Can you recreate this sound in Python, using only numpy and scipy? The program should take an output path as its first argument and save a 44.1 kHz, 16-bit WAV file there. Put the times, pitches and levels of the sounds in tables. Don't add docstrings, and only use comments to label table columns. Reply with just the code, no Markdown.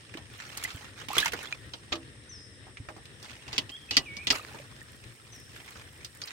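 import sys
import numpy as np
from scipy import signal
from scipy.fft import rfft, irfft, next_fast_len
from scipy.io import wavfile
from scipy.ndimage import uniform_filter1d, map_coordinates

SR = 44100
rng = np.random.default_rng(int(sys.argv[2]) if len(sys.argv) > 2 else 0)


def waveform_to_disk(signal):
    frames = np.transpose(np.atleast_2d(signal))
    scaled = np.clip(frames, -1, 1) * 32767
    samples = np.round(scaled).astype(np.int16)
    wavfile.write(sys.argv[1], SR, samples)


N = 278712

# t/s, splash resonance f/Hz, level/dB, thud/dB, spray/dB (last two re slap)
SLAPS = [(0.139, 2150, -30.5, -20, -31), (0.171, 3080, -32, -11, -27), (0.572, 4500, -29, -30, -10.5),
         (.637, 3000, -27.5, -31, -7), (.703, 3200, -29, -40, -34), (1.084, 3200, -26, -15.5, -22),
         (1.166, 850, -21, -10.5, -40), (1.1805, 3100, -13.5, -42, -16.5), (1.201, 4200, -21.5, -37, -15.5),
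         (1.2565, 2370, -18, -33, -21.5), (1.262, 1400, -21, -29, -25), (1.278, 2740, -22, -22.5, -21),
         (1.32, 3000, -26.5, -28, -20), (1.333, 1730, -20, -16.5, -24.5), (1.428, 2100, -38, -30, -10),
         (1.735, 3730, -25.5, -19, -40), (1.921, 3120, -22, -13, -40), (1.9254, 3220, -16, -25, -40),
         (1.954, 3460, -28.5, -14.5, -31), (2.668, 1300, -44.5, -3, -39), (2.77, 2300, -32, -25, -47),
         (2.886, 1580, -30, -10.5, -45), (2.964, 800, -43, -3.5, -40), (3.054, 3520, -37.5, -33, -26),
         (3.226, 5000, -36.5, -14, -20), (4.546, 1000, -39, -4, -24), (5.561, 2100, -35, -30, -23),
         (5.756, 1330, -36.5, -13, -44), (6.046, 4540, -27.5, -32, -22), (6.216, 4570, -25.5, -26.5, -29),
         (6.274, 4080, -29.5, -30.5, -35)]
# t/s, resonance f/Hz, level/dB
SNAPS = [(1.168, 1500, -39), (1.2584, 1210, -31.5), (1.525, 3130, -36), (4.449, 1390, -48),
         (6.307, 1870, -48)]
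# t/s, level/dB
THUMPS = [(1.927, -31.5), (2.889, -46)]
# t/s, level/dB
BUMPS = [(0.747, -42), (2.801, -41)]
# f/Hz, level/dB, t60/s
BUMP_MODES = [(98, 11.5, 0.058), (261, -3.5, 0.12)]
# f/Hz, level/dB, t60/s
BOTTOM_MODES = [(266, -12.5, 0.5), (330, -3.5, 0.33), (474, -17.5, 0.52), (613, -2, 0.19), (1170, -1, .11),
                (1280, -4.5, 0.12)]
# t/s, birth f/Hz, level/dB
BUBBLES = [(0.151, 315, -32.5), (.649, 1974, -21.5), (1.103, 810, -26.5), (1.114, 1015, -30),
           (1.133, 1140, -28), (1.1805, 3324, -10.5), (1.181, 1130, -23.5), (1.186, 2020, -21),
           (1.2, 3670, -21.5), (1.228, 1676, -18), (1.258, 898, -22.5), (1.261, 2090, -22),
           (1.333, 453, -28.5), (1.471, 3380, -33.5), (1.526, 2395, -23), (2.902, 800, -40),
           (2.985, 760, -46.5), (4.33, 1270, -27.5), (4.346, 2230, -30), (4.395, 1200, -34),
           (4.413, 2500, -39), (4.513, 794, -44), (4.548, 890, -41.5), (4.598, 560, -38.5),
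           (4.815, 1780, -37), (6.237, 4750, -27.5)]
# crest t/s, rise/s, fall/s, squelch level/dB, slosh level/dB, fizz level/dB
SURGES = [(.69, .45, .27, -47, -54, -58.5), (1.006, .06, .06, -45.5, -54.5, -64),
          (1.2, .12, .11, -36, -50, -48), (1.388, 0.066, .22, -46.5, -47.5, -61),
          (3.249, 0.0303, .26, -51, -57, -71), (3.559, .11, .09, -52, -54.5, -78),
          (4.349, .05, .06, -40, -50.5, -46), (4.489, .25, .21, -52.5, -51, -61.5),
          (5.571, .07, .45, -55, -59, -64), (6.29, .09, .1, -51.5, -61, -66)]
# t/s, squelch level/dB, fizz level/dB
SQUIRM = [(0, -60, -81), (1.7, -60.5, -71), (2.501, -69, -93), (3.301, -59.5, -71), (6.3, -60, -64.5)]
# t/s, wire resonance f/Hz, level/dB, thud/dB re knock, loss per rebound/dB
CLANKS = [(3.479, 2500, -33.5, -16, 5.5), (3.528, 4700, -25, -19.5, 12), (3.5789, 3260, -11, -31, 12),
          (3.692, 2770, -31.5, -21.5, 6), (3.908, 4470, -16.5, -26, 14), (3.967, 4640, -4, -31.5, 7.5),
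          (4.166, 5380, -29, -20, 10), (4.269, 3400, -14.5, -30, 5.5), (4.3021, 4830, -8, -27.5, 4)]
# t/s, length/s, level/dB
SCRAPES = [(3.537, .033, -47.5), (3.93, 0.029, -44.5)]
# f/Hz, level/dB, t60/s
WALL_MODES = [(273.4, 1, 0.081), (1980, 5.5, 0.083), (2910, 0, 0.11), (4440, 7, 0.051), (4554, 9.5, 0.053),
              (5100, 12, 0.031)]
# t/s, slide level/dB, held f/Hz, held level/dB
THIN_CALLS = [(2.289, -45, 5140, -53), (5.318, -48, 5350, -61)]
# t/s, length/s, first f/Hz, middle f/Hz, last f/Hz, level/dB
FLUTED_NOTES = [(3.718, 0.05, 3190, 3175, 3490, -40.5), (3.889, 0.035, 2590, 2536, 2510, -42.5),
                (3.925, 0.024, 2836, 3110, 2800, -36.5), (4.056, 0.18, 2720, 2193, 2570, -42)]
# f/Hz, level/dB
SPLASH_SPECTRUM = [(300, -81), (800, -25), (1300, 7.5), (2300, 5.5), (3600, 2), (5500, 2.5), (7500, -3.5),
                   (11000, -82)]
THUD_SPECTRUM = [(70, 1), (170, -6.5), (280, -0.5), (450, -6), (800, -5.5), (1200, -7.5), (2200, -38)]
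SPRAY_SPECTRUM = [(3500, -4), (6500, 4), (9500, 2.5), (16000, -5)]
# f/Hz, level/dB
SLOSH_SPECTRUM = [(120, -20), (300, -1.5), (1200, -9), (2000, -46)]
SQUELCH_SPECTRUM = [(600, -8.5), (1300, -0.5), (2000, 0.5), (3200, -2.5), (7000, -11.5), (11000, -28.5)]
FIZZ_SPECTRUM = [(4000, -38), (7000, 17.5), (16000, 11.5)]
# f/Hz, level/dB
STEEL_SPECTRUM = [(400, -21.5), (1100, -14), (2900, 3), (4500, -1), (5600, -3), (7500, -11.5), (11000, -41)]
# f/Hz, level/dB
AIR_SPECTRUM = [(20, -63), (50, -5.5), (120, 0.5), (165, -11.5), (270, -11.5), (520, -16.5), (800, -31),
                (1550, -22), (1870, -13.5), (2250, -26), (3700, -22), (6000, -53)]
INSECT_SPECTRUM = [(4300, -20.5), (5300, -1), (6500, -19), (7600, -9.5), (8700, 1), (9500, -9),
                   (11500, -34)]
# f/Hz, likeness (0 to 1)
LIKENESS = [(30, .25), (110, .88), (380, .87), (1300, 0)]
EBB_S, EBB_DB = [4.3, 5.7], [-51.8, -54.3]
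SIDE_S, SIDE_DB = [.6, 1.2, 1.55, 1.9], [-2.5, -4.5, -3.5, -2.0]

BUBBLE_T60_1KHZ_S, BUBBLE_LIFE_POWER = 0.04, 0.14
BUBBLE_RISE_OCT = .2
SURGE_SHAPE = 1.2
REST_SLOSH_DB = -6
REBOUND_COUNT = 2
REBOUND_S, TICK_DB = .0052, -31
SLIP_S = 0.006
THIN_START_HZ, THIN_FALL_HZ_PER_S, THIN_LENGTH_S, THIN_SOFTEN_S = 6250, 15200, 0.19, 0.029
QUAVER_HZ, QUAVER_PER_S = 50, 70
GLIDE_S, BEND_POWER, MIDDLE_DB = 0.018, 3.3, -1
FIELD_T60_S = 0.81
TOP_HZ = 15950
RING_S = np.arange(SR // 2) / SR


def fish():
    out = np.zeros((2, N))
    for s, hz, db, thud_db, spray_db in SLAPS:
        spectrum = peaked(SPLASH_SPECTRUM, hz, boost_db=12.5, octaves=0.66)
        splash = amp(-14.0) * burst(spectrum, t60=0.071, attack=0.00095, direct=0.43)
        thud = amp(thud_db - 3.0) * burst(THUD_SPECTRUM, t60=0.16, attack=0.00065, direct=0.82)
        spray = amp(spray_db) * burst(SPRAY_SPECTRUM, t60=0.04, attack=0.002, direct=2.5)
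        add(out, s, amp(db) * (splash + thud + spray))
        add(out, s + 0.001495, amp(db - 26.0) * smack(hz))
    for s, hz, db in SNAPS:
        add(out, s, amp(db) * smack(hz) * pan(-1))
    for s, db in THUMPS:
        add(out, s, amp(db) * ring(BOTTOM_MODES, waver=0.015))
    for s, db in BUMPS:
        add(out, s, amp(db) * ring(BUMP_MODES, waver=0))
    return out


def smack(hz):
    spectrum = peaked(SPLASH_SPECTRUM, hz, boost_db=10.5, octaves=0.99)
    return burst(spectrum, t60=0.0079, attack=0.00052, direct=0)


def bubbles():
    out = np.zeros((2, N))
    for s, hz, db in BUBBLES:
        t60 = BUBBLE_T60_1KHZ_S * (1000 / hz) ** BUBBLE_LIFE_POWER
        add(out, s, amp(db + 2) * bubble(hz, t60, BUBBLE_RISE_OCT, RING_S))
    return out


def bubble(hz, t60, rise_oct, t):
    pitch = hz * 2 ** (rise_oct * np.minimum(t / t60, 1))
    lag = np.array([[-1], [1]]) * min(hz / 2200, .8)
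    envelope = amp(-60 * t / t60) * (1 - np.exp(-(t / 0.0011) ** 2))
    return envelope * np.sin(2 * np.pi * np.cumsum(pitch) / SR + lag)


def water():
    squelch_db, slosh_db, fizz_db = stirring()
    wash = crackle(SLOSH_SPECTRUM, rate=150, spike_db=3.0, t60=0.05, smooth=0.28)
    slosh = amp(slosh_db - 6.5) * wash
    films = crackle(SQUELCH_SPECTRUM, rate=260, spike_db=4, t60=0.028, smooth=0.65)
    films = patchy(films, depth_db=3)
    squelch = amp(squelch_db + 2.34 + 0.85 * wobble(20)) * films
    fizz = amp(fizz_db + 2) * crackle(FIZZ_SPECTRUM, rate=70, spike_db=5, t60=.008, smooth=1)
    gurgle = swarm(slosh_db + 2.0, hz=994, scatter=0.487, cycles=25, count=300)
    trickle = swarm(squelch_db + 6.5, hz=2805, scatter=0.344, cycles=84, count=420)
    return slosh + squelch + fizz + gurgle + trickle


def stirring():
    t = np.arange(N) / SR
    s, *columns = np.transpose(SQUIRM)
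    squelch_db, fizz_db = [np.interp(t, s, c) for c in columns]
    power = amp([squelch_db, squelch_db + REST_SLOSH_DB, fizz_db]) ** 2
    for crest, rise, fall, *levels_db in SURGES:
        ramp = np.interp(t, [crest - rise, crest, crest + fall], [0, 1, 0])
        arch = np.sin(np.pi / 2 * ramp) ** SURGE_SHAPE
        power += (amp(levels_db)[:, None] * arch) ** 2
    return 10 * np.log10(power)


def crackle(spectrum, rate, spike_db, t60, smooth):
    count = int(rate * N / SR)
    when = rng.integers(0, N, count)
    size = amp(spike_db * np.minimum(rng.exponential(size=count), 3.5))
    pops = np.zeros((2, N))
    for group in np.array_split(np.arange(count), 10):
        echo = rng.standard_normal((2, SR // 10)) * amp(-60 * RING_S[:SR // 10] / t60)
        impulses = np.bincount(when[group], size[group], N)
        pops += signal.fftconvolve(impulses[None], echo, axes=1)[:, :N]
    return spread(unit(pops) + smooth * rng.standard_normal((2, N)), spectrum)


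def patchy(pair, depth_db):
    z = signal.stft(pair)[2]
    field = rng.standard_normal(z.shape[1:])
    field = uniform_filter1d(field, size=3, axis=0)
    field = uniform_filter1d(field, size=10, axis=1)
    return unit(signal.istft(z * amp(depth_db * unit(field)))[1][:, :N])


def swarm(level_db, hz, scatter, cycles, count):
    out = np.zeros((2, N))
    births = np.cumsum(np.sqrt(amp(level_db / 2)))
    quantiles = (np.arange(count) + rng.random(count)) / count
    when = np.searchsorted(births / births[-1], quantiles)
    draws = np.clip(rng.standard_normal((count, 3)), -2, 2)
    for start, (offset, strength, rise) in zip(when, draws):
        pitch = min(hz * np.exp(scatter * offset), SR / 4)
        t60 = cycles / np.sqrt(pitch * hz)
        sound = bubble(pitch, t60, BUBBLE_RISE_OCT * (1 + rise / 2), RING_S[:SR // 10])
        add(out, start / SR, amp(level_db[start] + 3.0 * strength) * sound)
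    return out


def handle():
    out = np.zeros((2, N))
    for s, hz, db, thud_db, loss_db in CLANKS:
        steel = peaked(STEEL_SPECTRUM, hz, boost_db=6.5, octaves=0.22)
        for k in np.arange(REBOUND_COUNT + 1):
            clack = burst(steel, t60=0.066, attack=0.0012, direct=2.7)
            contact_s = s + .0005 + k * REBOUND_S * rng.uniform(.9, 1.1)
            add(out, contact_s, amp(db - 13.5 - k * loss_db) * clack)
        thud = amp(thud_db) * burst(THUD_SPECTRUM, t60=0.2, attack=0.0042, direct=0.25)
        tick = amp(TICK_DB) * burst(SPRAY_SPECTRUM, t60=0.059, attack=0.0014, direct=0.91)
        add(out, s, amp(db) * (thud + tick))
        add(out, s + 0.0024, amp(db - 23.0) * ring(WALL_MODES, waver=.004))
    return (out + scrapes()) * pan(-1.6)


def scrapes():
    out = np.zeros((2, N))
    for s, length, db in SCRAPES:
        for slip in np.arange(0, length, SLIP_S):
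            slip_s = s + slip + SLIP_S * rng.uniform(-.5, 0.3)
            gain = amp(db + rng.normal(0, 2.5))
            add(out, slip_s, gain * burst(STEEL_SPECTRUM, t60=0.057, attack=0.00055, direct=2))
    return out


def burst(spectrum, t60, attack, direct):
    decay = amp(-60 * RING_S / t60) + direct * amp(-60 * RING_S / 0.0061)
    envelope = decay * (1 - np.exp(-(RING_S / attack) ** 2))
    noise = ripple(rng.standard_normal((2, len(RING_S))), depth_db=2.5, width_hz=90)
    sound = envelope * spread(noise, spectrum)
    return sound / np.sqrt(np.mean(sound[:, :SR // 50] ** 2))


def ripple(pair, depth_db, width_hz):
    knots = rng.standard_normal((2, SR // 40))

    def response(hz):
        curves = [map_coordinates(k, [hz / width_hz], order=1) for k in knots]
        return amp(depth_db * np.array(curves))
    return filtered(pair, response)


def ring(modes, waver):
    hz, db, t60 = np.transpose(modes)[:, :, None]
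    level = amp(db + rng.normal(0, 1.0, hz.shape) - 60 * RING_S / t60)
    phase = rng.uniform(-np.pi, np.pi, (2, len(hz), 1)) * np.minimum(hz / 2500, 1)
    drift = np.array([wobble(80)[:len(RING_S)] for _ in hz])
    turns = np.cumsum(hz * (1 + waver * drift), axis=1) / SR
    modes_sum = np.sum(level * np.sin(2 * np.pi * turns + phase), axis=1)
    return modes_sum * (1 - np.exp(-RING_S / 0.0011))


def birds():
    out = np.zeros((2, N))
    for s, *call in THIN_CALLS:
        add(out, s, pan(3.5) * thin_call(*call))
    for s, *note in FLUTED_NOTES:
        add(out, s, pan(-1.8) * fluted_note(*note))
    tail = rng.standard_normal((2, len(RING_S))) * amp(-60 * RING_S / FIELD_T60_S)
    echo = signal.fftconvolve(out, tail / np.linalg.norm(tail[0]), axes=1)[:, :N]
    return out + amp(-3.5) * echo


def thin_call(slide_db, held_hz, held_db):
    t = np.arange(0, THIN_LENGTH_S, 1 / SR)
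    arrival = (THIN_START_HZ - held_hz) / THIN_FALL_HZ_PER_S
    hz = np.maximum(THIN_START_HZ - THIN_FALL_HZ_PER_S * t, held_hz)
    hz = hz + QUAVER_HZ * wobble(QUAVER_PER_S)[:len(t)]
    knots_s = [arrival - THIN_SOFTEN_S, arrival + THIN_SOFTEN_S, THIN_LENGTH_S]
    db = np.interp(t, knots_s, [slide_db, held_db, held_db - 0.5])
    return whistle(hz, db + 1.0 * wobble(QUAVER_PER_S)[:len(t)], waver=0.0047)


def fluted_note(length, first_hz, middle_hz, last_hz, db):
    t = np.arange(0, length, 1 / SR)
    glide = (first_hz - middle_hz) * np.exp(-t / GLIDE_S)
    bend = (last_hz - middle_hz) * (t / length) ** BEND_POWER
    level_db = db + MIDDLE_DB * np.sin(np.pi * t / length)
    return whistle(middle_hz + glide + bend, level_db, waver=0.0036)


def whistle(hz, db, waver):
    pitch = hz * (1 + waver * wobble(122)[:len(hz)])
    envelope = amp(db) * signal.windows.tukey(len(hz), .08)
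    note = envelope * np.sin(2 * np.pi * np.cumsum(pitch) / SR)
    return note[None]


def outdoors():
    ebb_db = np.interp(np.arange(N) / SR, EBB_S, EBB_DB)
    air = amp(ebb_db + 2 * wobble(18)) * spread(rng.standard_normal((2, N)), AIR_SPECTRUM)
    insects = amp(-60.5) * spread(rng.standard_normal((2, N)), INSECT_SPECTRUM)
    return air * pan(3.2) + insects


def amp(db):
    return 10 ** (np.asarray(db) / 20)


def unit(x):
    return x / np.sqrt(np.mean(x ** 2) + 1e-20)


def along(points, hz):
    f, v = np.transpose(points)
    return np.interp(np.log(hz + 1), np.log(f + 1), v)


def peaked(spectrum, centre_hz, boost_db, octaves):
    hz = np.fft.rfftfreq(1024, 1 / SR)[1:]
    bump_db = boost_db * np.exp(-(np.log2(hz / centre_hz) / octaves) ** 2)
    return np.transpose([hz, along(spectrum, hz) + bump_db])


def wobble(rate):
    knots = rng.standard_normal(int(N * rate / SR) + 4)
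    return map_coordinates(knots, [np.arange(N) * rate / SR])


def filtered(x, response):
    n = x.shape[-1]
    m = next_fast_len(n + 8192)
    return irfft(rfft(x, m) * response(np.fft.rfftfreq(m, 1 / SR)), m)[..., :n]


def spread(pair, spectrum):
    def response(hz):
        turn = np.arccos(np.clip(along(LIKENESS, hz), -1, 1)) / 2
        return amp(along(spectrum, hz)) * np.array([np.cos(turn), np.sin(turn)])
    mid, side = filtered(pair, response)
    return unit(np.array([mid + side, mid - side]))


def pan(db):
    gains = amp(np.array([[db], [-db]]) / 2)
    return unit(gains)


def add(out, s, sound):
    start = max(round(s * SR), 0)
    out[:, start:start + sound.shape[1]] += sound[:, :max(N - start, 0)]


def scene():
    side_db = np.interp(np.arange(N) / SR, SIDE_S, SIDE_DB)
    inside = (fish() + bubbles() + water()) * amp(np.array([side_db, -side_db]) / 2)
    return inside + handle() + birds() + outdoors()


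def record(dry):
    def response(hz):
        bass = hz ** 2 / np.sqrt(hz ** 4 + 42 ** 4)
        return bass / np.sqrt(1 + (hz / TOP_HZ) ** 160)
    return filtered(dry, response)


dry = scene()
out = record(dry)
waveform_to_disk(out)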